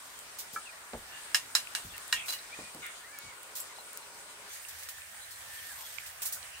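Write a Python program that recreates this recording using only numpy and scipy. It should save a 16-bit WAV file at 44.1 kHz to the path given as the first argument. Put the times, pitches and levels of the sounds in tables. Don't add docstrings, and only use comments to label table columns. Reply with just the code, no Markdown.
import sys
import numpy as np
from scipy import signal
from scipy.fft import rfft, irfft, next_fast_len
from scipy.io import wavfile
from scipy.ndimage import uniform_filter1d

SR = 44100
rng = np.random.default_rng(int(sys.argv[2]) if len(sys.argv) > 2 else 0)


def decibels_to_gain(level_db):
    exponent = np.asarray(level_db, float) / 20
    return 10 ** exponent


def materialize(psi):
    bounded = np.clip(np.atleast_2d(psi).T, -1, 1)
    quanta = np.round(bounded * 32767).astype(np.int16)
    wavfile.write(sys.argv[1], SR, quanta)


N = 291058
MOVE_S = 4.495


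def rms_one(x):
    return x / np.sqrt(np.mean(x ** 2) + 1e-20)


def in_time(rows):
    s, *columns = np.transpose(rows)
    return [np.interp(np.arange(N) / SR, s, c) for c in columns]


def at_hz(points, hz):
    return np.interp(np.log(hz), np.log(np.array(points)[:, 0]), np.array(points)[:, 1])


def drift(rate):
    r = np.exp(-80 * np.pi * rate / SR)
    slow = signal.lfilter([1], [1, -2 * r, r * r], rng.standard_normal(N // 40 + 2002))[2000:]
    return np.interp(np.arange(N) / 40, np.arange(len(slow)), rms_one(slow))


def grains(size, per_s, spread_db):
    sizes = decibels_to_gain(spread_db * np.minimum(rng.exponential(1, size), 4)) * rng.standard_normal(size)
    return rms_one(sizes * (rng.random(size) < per_s / SR))


def band(x, low_hz, high_hz):
    return signal.sosfilt(
        signal.butter(2, [low_hz, min(high_hz, .45 * SR)], "band", fs=SR, output="sos"), x)


def ring(clicks, hz, t60, phase=0):
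    r, w = decibels_to_gain(-60 / (t60 * SR)), 2 * np.pi * hz / SR
    return signal.lfilter([np.sin(phase), r * np.sin(w - phase)], [1, -2 * r * np.cos(w), r * r], clicks + 1e-18)


def ports(sound, pan_db):
    return decibels_to_gain(pan_db * np.array([[.5], [-.5]])) * [sound, np.roll(sound, 6)]


def add(out, s, sound):
    at = round(s * SR)
    out[:, at:at + sound.shape[1]] += sound[:, :N - at]


def strike(hits, body, roll_s=0, per_s=0, damping=1):
    out, t = np.zeros((2, N)), np.arange(SR // 4) / SR
    for s, *strength_db in hits:
        giving_way = grains(len(t), max(per_s, 500), spread_db=6.0) * (t < roll_s)
        touch = (t == 0) + giving_way * 0.15
        for group, group_db in zip(body, strength_db):
            for hz, level_db, t60, pan_db, lead in group:
                t60 *= damping
                gain = decibels_to_gain(group_db + level_db + rng.normal(0, 1)) * rng.choice([-1, 1])
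                gain /= np.abs(touch @ np.exp(2j * np.pi * hz * t)) + 0.44
                left = decibels_to_gain(pan_db / 2) * ring(touch, hz, t60, lead / 2)
                right = decibels_to_gain(-pan_db / 2) * ring(touch, hz, t60, -lead / 2)
                add(out, s, gain * np.array([left, right]))
    return out


def cracks(events, per_s, snap_db, scatter_db, above=2.22):
    out, t = np.zeros((2, N)), np.arange(SR // 4) / SR
    for s, peak_db, pan_db, t60, crunch_s, hz in events:
        rise = np.minimum(t / (crunch_s / 8 + .0003), 1)
        tail = decibels_to_gain(-60 * np.maximum(t - crunch_s, 0) / t60)
        shape = rise * tail * (1 + decibels_to_gain(snap_db - 60 * t / 0.0086))
        left, right, both = band(shape * grains((3, len(t)), per_s, spread_db=2.5), hz / 3.75, hz * above)
        sound = ports(both, pan_db) + decibels_to_gain(scatter_db) * np.array([left, right])
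        add(out, s - .0005, decibels_to_gain(peak_db + 2.05) * sound / np.abs(sound).max())
    return out


def thin_snaps(events, scatter_db):
    return cracks([(*row, .005, .0004, 24000) for row in events], 20000, snap_db=-16, scatter_db=scatter_db)


def call(s, length_s, first_hz, last_hz, db, rise=0.48):
    peak_hz = first_hz + rise * (last_hz - first_hz)
    return [(s, first_hz, db - 5), (s + rise * length_s, peak_hz, db), (s + length_s, last_hz, db - 7)]


def voice(rows, partials, alike, rough, smear=90, clear_s=0.001):
    s, hz, level_db = np.transpose(rows)
    t = np.arange(s[0], s[-1], 1 / SR)
    gate = np.clip(np.minimum(t - s[0], s[-1] - t) / 0.0025, 0, 1)
    rough = rough * np.clip((t - s[0]) / clear_s, .3, 1)
    turns = 2 * np.pi * np.cumsum(np.interp(t, s, hz)) / SR
    shift = np.arccos(np.clip(alike, -1, 1)) / 2 * np.array([[1], [-1]])
    sound = 0
    for k, db in partials:
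        noise = rng.standard_normal((2, 2, len(t)))
        smooth = uniform_filter1d(uniform_filter1d(noise, size=smear), size=smear)
        along, across = rough * rms_one(smooth)
        sound = sound + decibels_to_gain(db) * ((1 + along) * np.sin(k * turns + shift) + across * np.cos(k * turns))
    return s[0], decibels_to_gain(np.interp(t, s, level_db) + 4.5) * gate * sound / np.sqrt(1 + rough ** 2)


def yard():
    # [f/Hz, level per Hz/dB]
    bowl_colour = [(21, -42), (35, -9.5), (65, -9.5), (185, -16.5), (325, -11), (410, -11.5), (758, -3),
                   (955, -0.5), (1440, 0), (3910, -6), (6520, -8), (8650, -2.5), (10900, -16.5),
                   (14800, -14.5), (16000, -18)]
    plate_colour = [(21, -40), (35, -10.5), (82, -4.5), (210, -17.5), (351, -19.5), (572, -7), (1060, -4.5),
                    (1810, 1), (2060, -1), (4440, -7.5), (7230, -7), (8650, -2), (10900, -10.5),
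                    (14800, -19), (16000, -8.5)]
    # [f/Hz, likeness from -1 to 1]
    likeness = [(60, 1), (150, 1), (380, 0.88), (950, 0.4), (2380, -0.18), (5980, -0.048), (15000, 0.12)]
    # [t/s, level/dB]
    breeze = [(0, -69.5), (.84, -72.5), (1.5, -67.5), (2.83, -72.5), (3.53, -76), (4.15, -79), (4.54, -74),
              (5.13, -70), (5.79, -68), (6.6, -70)]
    breeze_shares = [.98, .1, 0.2, 0.1]
    swell_edges = [270, 1350, 4500]
    out, together, edges = 0, drift(2.5), 30 * 2 ** np.arange(0, 9.4, 1 / 3)
    white, moved = rng.standard_normal((2, 2, N)), np.arange(N) > MOVE_S * SR
    breeze_db, = in_time(breeze)
    breeze_db -= np.where(moved, breeze_db[moved].mean(), breeze_db[~moved].mean())
    for k, (low, high) in enumerate(zip(edges, edges[1:])):
        mid, side = band(white[k % 2], low, high)
        hz = np.sqrt(low * high)
        alike = np.clip(at_hz(likeness, hz), -1, 1)
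        colour_db = np.where(moved, at_hz(plate_colour, hz) + .1, at_hz(bowl_colour, hz))
        swell_db = breeze_db * breeze_shares[np.searchsorted(swell_edges, hz)]
        gain = decibels_to_gain(colour_db + swell_db + 0.73 * together + 1.64 * drift(7.0))
        lean_db = np.where(moved, -1.8, .6) * min(hz / 500, 1)
        stereo = np.sqrt(1 + alike) * mid + np.sqrt(1 - alike) * side * [[1], [-1]]
        out = out + gain * decibels_to_gain([lean_db / 2, -lean_db / 2]) * stereo
    return decibels_to_gain(-47.5) * rms_one(out)


def rustle():
    # [t/s, level/dB]
    effort = [(0.0, -60.5), (0.66, -73), (1.14, -61), (1.47, -63), (1.9, -59.5), (2.89, -71), (3.38, -70),
              (3.58, -63), (4.41, -72), (4.52, -56), (4.67, -63), (4.78, -54.5), (5.18, -65), (5.53, -55.5),
              (5.84, -49.5), (6.45, -70)]
    fine = grains((2, N), 7500, spread_db=1.0) + 0.47 * grains(N, 6900, spread_db=-2.0)
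    bright, dark = rms_one(band(fine, 12300, 14000)), rms_one(band(fine, 2000, 8000))
    return decibels_to_gain(in_time(effort)[0] - 1.0 + 2.0 * drift(26)) * (bright + decibels_to_gain(-1.0) * dark)


def drone():
    # [f/Hz, t60/s, level/dB]
    engine = [(436, 0.096, -70), (577, 0.025, -64), (945, 0.18, -68), (1441, 0.14, -64)]
    plate_hum = [(1860, 0.013, -64.5), (82.2, 0.38, -75.5)]
    own, shared, t = rng.standard_normal((2, N)), rng.standard_normal(N), np.arange(N) / SR

    def hum(bands):
        return sum(decibels_to_gain(db) * rms_one(ring(shared + own * hz / 1500, hz, t60)) for hz, t60, db in bands)

    swell_db = np.clip(-6.5 + 5 * (t - 2.56), -6.5, 0)
    return np.where(t < MOVE_S, decibels_to_gain(swell_db) * hum(engine), decibels_to_gain(4.2 * drift(8.3)) * hum(plate_hum))


def small_birds():
    # [t/s, length/s, first f/Hz, last f/Hz, peak/dB]
    whistles = [(.654, .048, 2880, 2370, -50), (0.15, 0.077, 3300, 3100, -61),
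                (.725, 0.0185, 1880, 1960, -54), (0.68, 0.03, 2600, 2400, -53),
                (0.77, 0.0165, 2550, 2400, -58), (1.935, 0.03, 2850, 2680, -50.5),
                (1.895, 0.031, 3700, 3400, -54), (5.2, .065, 4040, 4060, -57), (5.3, 0.07, 4250, 4200, -60),
                (6.2, .035, 2850, 2700, -61), (5.575, 0.04, 3300, 3100, -54), (5.835, .04, 3500, 3350, -55),
                (4.5, .03, 3480, 3480, -61), (2.3, 0.083, 2300, 1700, -56), (3, 0.15, 2300, 1420, -65)]
    rasps = [(1.05, 0.26, 1800, 1700, -58.5), (1.935, .04, 1830, 1860, -53), (2.855, .05, 1816, 1820, -55),
             (4.49, 0.12, 6160, 6800, -56.5), (6.52, .08, 1800, 1900, -61), (6.36, .03, 1450, 1600, -55),
             (4.56, .05, 1900, 1900, -63), (4.85, .22, 1830, 1780, -59),]
    rising_rasp = (1.12, 0.11, 2800, 3020, -55)
    # [f/Hz, likeness from -1 to 1]
    bird_likeness = [(2000, 0.97), (2750, 0.49), (2950, -0.18)]
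    # [t/s, f/Hz, level/dB, length/s]
    peeps = [
        (3.755, 4160, -60, 0.017),
        (3.784, 4200, -58, 0.031),
        (4.015, 4260, -60, .03),
        (4.28, 4120, -65, 0.049),
    ]
    out = np.zeros((2, N))
    for rows, rough in ((whistles, 0.51), ([rising_rasp] + rasps, 0.87)):
        for row in rows:
            add(out, *voice(call(*row), [(0.99, .1)], at_hz(bird_likeness, row[3]), rough))
    for s, hz, db, length_s in peeps:
        add(out, *voice([(s, hz, db), (s + length_s, hz, db)], [(0.97, .1)], alike=0.27, rough=0.62))
    return out


def snaps():
    # [t/s, peak/dB, left-right/dB]
    snap_events = [(0.191, -30, 10), (1.7379, -38, 4), (1.9669, -37, -7), (1.9802, -26, -4),
                   (2.08, -28, 30), (2.7482, -30, 5), (2.866, -25.5, 11), (3.188, -25.5, 4),
                   (3.432, -31, -25), (3.602, -23, 1.0), (3.8094, -39, 3), (3.932, -32, 5),
                   (3.9743, -21.5, 12), (4.6504, -41, 1.0), (5.67, -27.5, -2)]
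    return thin_snaps(snap_events, scatter_db=-1.5)


def crunches():
    # [t/s, peak/dB, left-right/dB, crunch length/s]
    crushed = [(0.3854, -27, -8, 0.016), (0.5294, -32.5, 2, 0.02), (1.8467, -39, -6, 0.015),
               (2.2578, -29.5, 5, 0.025), (2.2822, -21.5, -1, 0.026), (2.3224, -24, 0, 0.015),
               (3.5514, -25.5, -13, 0.03), (4.5294, -36, -3, 0.02), (4.6254, -36.5, -2, 0.016),
               (4.6848, -29, -2.0, 0.012), (4.7855, -37, -3, 0.014), (4.8294, -30, -10, 0.005),
               (4.8883, -27, -9, 0.0065), (5.3083, -32.5, 6, 0.011), (6.0626, -31, -3, 0.014)]
    flakes = [
        (6.2188, -22, -9, 0.015),
        (6.2540, -20.5, -11, 0.015),
        (6.3238, -21.5, -7, 0.012),
    ]
    grinds = [
        (2.282, -31, 7, 0.0096),
        (2.324, -33.5, 9, 0.014),
        (6.219, -33, -11, .006),
        (6.254, -38, -5, .006),
    ]
    events = []
    for rows, hz in ((crushed, 14300), (flakes, 22000), (grinds, 2480)):
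        events += [(s, db, pan, 0.16, length_s, hz) for s, db, pan, length_s in rows]
    return cracks(events, 17000, snap_db=-3, scatter_db=8.0)


def thuds():
    # [t/s, peak/dB, centre f/Hz, t60/s]
    basket = [(0.535, -48, 363, 0.34), (.934, -33, 483, 0.17), (.944, -42.5, 238, .12),
              (.94, -42.5, 58, 0.33), (1.845, -45, 94, 0.17), (1.9, -55, 56.4, 0.59),
              (2.14, -56.5, 111.4, .3), (2.589, -37, 470, 0.2), (2.63, -59, 124, 0.22),
              (2.747, -44.5, 340, 0.25), (3.231, -55, 100, 0.27)]
    events = [(s, db, 0, t60, 1.3 / hz, hz) for s, db, hz, t60 in basket]
    return cracks(events, 4000, snap_db=7, scatter_db=-50, above=1.76)


def plops():
    # [t/s, strength/dB]
    dips = [
        (.561, -28),
        (.5705, -36),
    ]
    # [f/Hz, level/dB, t60/s, left-right/dB, left lead/rad]
    pool = [
        [(1230, -0.5, 0.086, -1.3, .2), (1337, 4.5, 0.075, -1, .3), (1580, -4, 0.054, 0, 0),
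         (1680, -3.5, 0.075, 1, -0.14), (2308, -8, 0.14, 0, -.8)],
    ]
    return decibels_to_gain(-2.0) * strike(dips, pool)


def ticks():
    # [t/s, peak/dB, f/Hz, left-right/dB]
    bits = [(0.935, -41, 720, -3), (1.502, -40, 1500, 2.0), (1.673, -32, 2750, 6),
            (1.982, -36.5, 2200, 4.5), (3.382, -44, 1460, 7), (3.786, -43, 950, 9), (4.651, -41, 2780, -14),
            (4.827, -42, 1960, -10), (4.887, -42, 1830, -8), (4.984, -42, 1700, -3.0),
            (5.146, -43, 1900, 0), (5.985, -31, 2300, -16), (6.062, -38, 2500, 1.0), (.677, -42, 3000, 0),
            (5.02, -37, 2600, 0), (6.218, -46, 1830, -2), (6.254, -41, 1480, -8), (6.323, -42, 3610, -2.0),
            (6.43, -38, 3940, -14)]
    out, t = np.zeros((2, N)), np.arange(SR // 8) / SR
    for s, peak_db, hz, pan_db in bits:
        touch = rng.standard_normal(len(t)) * decibels_to_gain(-60 * t / 0.004)
        sound = band(band(ring(touch, hz, 0.0076), hz / 1.27, hz * 4.8), hz / 2.7, hz * 2.9)
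        add(out, s - .001, ports(decibels_to_gain(peak_db + 2.0) * sound / np.abs(sound).max(), pan_db))
    return out


def splits():
    # [t/s, peak/dB, f/Hz, left-right/dB]
    steps = [(1.3461, -13, 6500, 0), (1.3488, -18.5, 4000, 3), (1.4062, -36, 14000, 0),
             (1.549, -32, 8000, 0), (1.5517, -15, 8000, 0), (1.5553, -18, 4500, 2), (1.7506, -24, 7000, -8),
             (2.1265, -21.5, 7000, 0), (2.284, -31, 5500, 0), (2.2905, -27, 5500, -2),
             (2.2945, -32.5, 1500, 7), (2.2976, -42, 1500, 3), (2.3065, -24, 5500, 0),
             (2.3268, -29, 5500, -2), (2.3335, -34, 5200, 0), (2.3375, -24.5, 5500, 0),
             (3.5965, -30, 15000, 2), (0.9345, -35, 3000, 0), (0.9452, -44, 2800, 0),
             (0.9504, -43, 700, -2), (4.8345, -32, 7000, -10), (4.8880, -32, 5000, -8),
             (4.8958, -33, 8000, -8)]
    events = [(s, db, pan, 0.0054, .0004, hz) for s, db, hz, pan in steps]
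    return cracks(events, 30000, snap_db=-16, scatter_db=3.0, above=1.47)


def knock_cracks():
    # [t/s, peak/dB, left-right/dB]
    breaks = [
        (1.3458, -13.5, -0.5),
        (1.5515, -13, -3),
        (1.7504, -20.5, -1),
        (2.126, -18.5, 3),
    ]
    return cracks([(*row, 0.16, 0.0019, 5000) for row in breaks], 14000, snap_db=1.0, scatter_db=5.0)


def egg_shell():
    # [t/s, strength/dB]
    shell_hits = [
        (1.3458, -18),
        (1.5518, -18),
        (1.751, -33),
        (2.127, -26),
    ]
    # [f/Hz, level/dB, t60/s, left-right/dB, left lead/rad]
    shell = [
        [(1700, -0.5, 0.03, -3, 0), (1413, -8, 0.035, 1, 0), (1248, -9.5, 0.045, 2, 0),
         (2150, -12, 0.024, 0, 0), (4750, -7, 0.032, -3, 0), (5200, -1, 0.026, -5, 0)],
    ]
    return band(strike(shell_hits, shell), 1070, 9000)


def bowl():
    # [t/s, strength/dB, third, fourth and fifth group against it/dB, set by the place struck]
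    rim_knocks = [
        (1.346, -28, 8.5, 2, 2),
        (1.552, -26.5, -7, 9, 5.5),
        (1.750, -34, 1.5, 2, -2),
        (2.127, -21.5, -6, -0.5, -12),
        (2.387, -58, -2.5, 16, 5),
    ]
    # [t/s, upper second group/dB, fourth group/dB, third group/dB]
    rolls = [
        (2.2828, -40, -29, -46),
        (2.292, -38, -31, -48),
        (2.2975, -42, -30, -50),
        (2.3075, -44, -36, -50),
        (2.3245, -42, -32, -50),
        (2.3365, -30, -41, -50),
    ]
    # [t/s, low group/dB, high group/dB]
    after_rings = [
        (1.347, -39, -44),
        (1.553, -43, -40),
        (1.751, -43, -56),
        (2.128, -35.5, -50),
    ]
    # [f/Hz, level/dB, t60/s, left-right/dB, left lead/rad]
    clay = [
        [(1007, -8, .12, 1, .5), (1330, -12, .06, -1, .1), (1672, 0, .08, 0, -.3)],
        [(1857, 0, .11, -5, -.7), (2345, -7, .08, -5, -.4), (2890, -7, .1, -2, .4)],
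        [(2665, -10, .09, -3, .9), (2780, 0, .085, 0, 1.2), (3005, -6, .1, 6, 2.2), (3320, -10, .07, 0, .8)],
        [(4034, 0, .095, -5, -.5), (4720, -11, .07, -2, .2)],
        [(5231, 0, .1, -8, .4), (5515, -9, .1, -2, 1.5)],
    ]
    wall = [
        [(1010, -5, 0.19, 1, .5), (1850, 0.5, 0.21, -7, -0.81), (2800, 5.5, 0.16, -2, .4),
         (2860, 5, .13, 3, 1.2)],
        [(4040, 0, .16, -5, -.5), (5300, -7, .17, -8, .4)],
    ]
    rim = [clay[1][2:], clay[3], clay[2]]
    hits = [(s, db + 0.4 * upper_db[2], db, *(db + np.array(upper_db))) for s, db, *upper_db in rim_knocks]
    return strike(hits, clay, 0.0027, 2100, damping=0.73) + strike(rolls, rim) + strike(after_rings, wall)


def fowl():
    # [t/s, length/s, first f/Hz, last f/Hz, peak/dB]
    knock_tail = [
        (2.15, 0.12, 2780, 2480, -45.5),
        (2.15, 0.08, 3300, 3300, -47.5),
        (2.15, 0.093, 2000, 2250, -50),
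    ]
    # [t/s, f/Hz, level/dB]
    crows = [
        [(2.506, 2170, -63), (2.535, 2420, -47.5), (2.56, 2560, -57), (2.575, 2430, -59), (2.7, 2460, -59.5)],
        [(2.545, 2000, -60), (2.56, 1850, -57), (2.6, 1840, -63), (2.7, 1960, -63)],
        [(3.028, 1680, -63), (3.05, 1890, -54), (3.075, 2070, -62), (3.12, 2150, -66)],
        [(3.125, 2296, -62), (3.146, 2306, -57), (3.19, 2196, -62), (3.27, 2260, -59), (3.305, 2220, -60),
         (3.34, 1960, -59)],
        [(3.08, 1600, -63), (3.11, 1660, -61), (3.138, 1770, -59), (3.17, 1710, -60), (3.21, 1700, -63)],
        [(5.44, 1790, -69), (5.526, 1772, -56), (5.6, 1795, -58), (5.69, 1817, -57), (5.72, 1650, -54),
         (5.74, 1540, -63)],
    ]
    crow_rough = [.9, 1.4, .3, .6, .7, .7]
    # [t/s, f/Hz, level/dB]
    cluck = [
        (2.818, 2217, -54),
        (2.832, 2170, -47),
        (2.86, 2128, -48),
        (2.89, 2100, -53),
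        (2.96, 2076, -63),
    ]
    # [multiple of f, level/dB]
    cluck_partials = [(2 / 3, -5.5), (1, 0), (4 / 3, -8), (5 / 3, -7.5)]
    out = np.zeros((2, N))
    for row in knock_tail:
        add(out, *voice(call(*row, rise=0.23), [(0.98, .1)], smear=60, alike=.5, rough=1.8))
    for rows, rough in zip(crows, crow_rough):
        add(out, *voice(rows, [(1, 0.9)], alike=1.0, rough=rough, smear=150, clear_s=.05))
    add(out, *voice(cluck, cluck_partials, smear=55, alike=.2, rough=2.2, clear_s=.08))
    return out


def squeaks():
    # [t/s, length/s, first f/Hz, last f/Hz, peak/dB]
    rubs = [
        (3.553, .04, 12500, 11600, -48),
        (6.51, .09, 2650, 2800, -55),
        (5.77, .09, 990, 990, -57.5),
    ]
    out = np.zeros((2, N))
    for row in rubs:
        add(out, *voice(call(*row), [(1, .1)], smear=round(150000 / row[2]), alike=.3, rough=4))
    return out


def bangle():
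    # [t/s, strength/dB]
    clinks = [
        (3.602, -30.5),
        (3.614, -36),
    ]
    # [f/Hz, level/dB, t60/s, left-right/dB, left lead/rad]
    glass = [
        [(7660, -2, .06, 0, 1.3), (8600, -12, .15, -4, 4.5), (10100, -3.5, .07, 5, .9),
         (12720, -3, 0.09, 0, 1.5), (13900, -2, .11, 8, -2.5)],
    ]
    twins = [
        [(13810, -4, .12, 6, -2.0), (12650, -7, .1, 0, 1.5), (8650, -12, .13, -4, 4.0), (5534, -20, .08, 0, 0)],
    ]
    return strike(clinks, glass), strike(clinks[:1], twins)


def crackles():
    # [t/s, peak/dB, left-right/dB]
    sharp = [
        (6.2285, -27, -5),
        (6.2345, -29, -5),
        (6.2605, -22, -7),
        (6.2627, -25, -7),
        (6.2702, -35, -7),
        (6.332, -28, -7),
    ]
    return thin_snaps(sharp, scatter_db=1.0)


def kitchen(x):
    size = next_fast_len(N + SR)
    w = 2 * np.pi * np.arange(size // 2 + 1) / size
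    dull = 1 / (1 + 1j * w * SR / (2 * np.pi * 18000))
    out = np.zeros((2, len(w)), complex)
    for k, lag in enumerate(rng.uniform(.003, .017, 16) * SR):
        loop = decibels_to_gain(-60 * lag / SR / 0.15) * dull * np.exp(-1j * w * round(lag))
        out[k % 2] += loop / (1 - loop) * (-1) ** (k // 2)
    return irfft(out * rfft(x, size), size)[:, :N]


def scene():
    outside = yard() + drone() + small_birds() + fowl()
    glass, glass_twins = bangle()
    near = band(plops() + bowl() + glass, 810, 10600)
    near += crunches() + ticks() + splits() + knock_cracks()
    close = snaps() + thuds() + rustle() + egg_shell() + squeaks() + glass_twins + crackles()
    return outside + near + close + decibels_to_gain(-16.5) * kitchen(near.mean(axis=0))


def low_pass(x):
    return signal.sosfilt(signal.butter(12, 16960, fs=SR, output="sos"), x)


def record(dry):
    top_hz, edge_hz = 15780, 16950
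    size = next_fast_len(N)
    hz, spectrum = np.arange(size // 2 + 1) * SR / size, rfft(dry, size)
    body = irfft(spectrum * (hz < top_hz) / np.sqrt(1 + (39 / (hz + 1)) ** 8), size)[:, :N]
    strip = irfft(spectrum * (hz >= top_hz) * (hz < edge_hz), size)[:, :N]
    power = uniform_filter1d(strip ** 2, size=128)
    burst = power > 16 * uniform_filter1d(power, size=4096)
    sudden = uniform_filter1d(1. * burst, size=256)
    return low_pass(body + decibels_to_gain(-3) * sudden * strip)


dry = scene()
out = record(dry)
materialize(out)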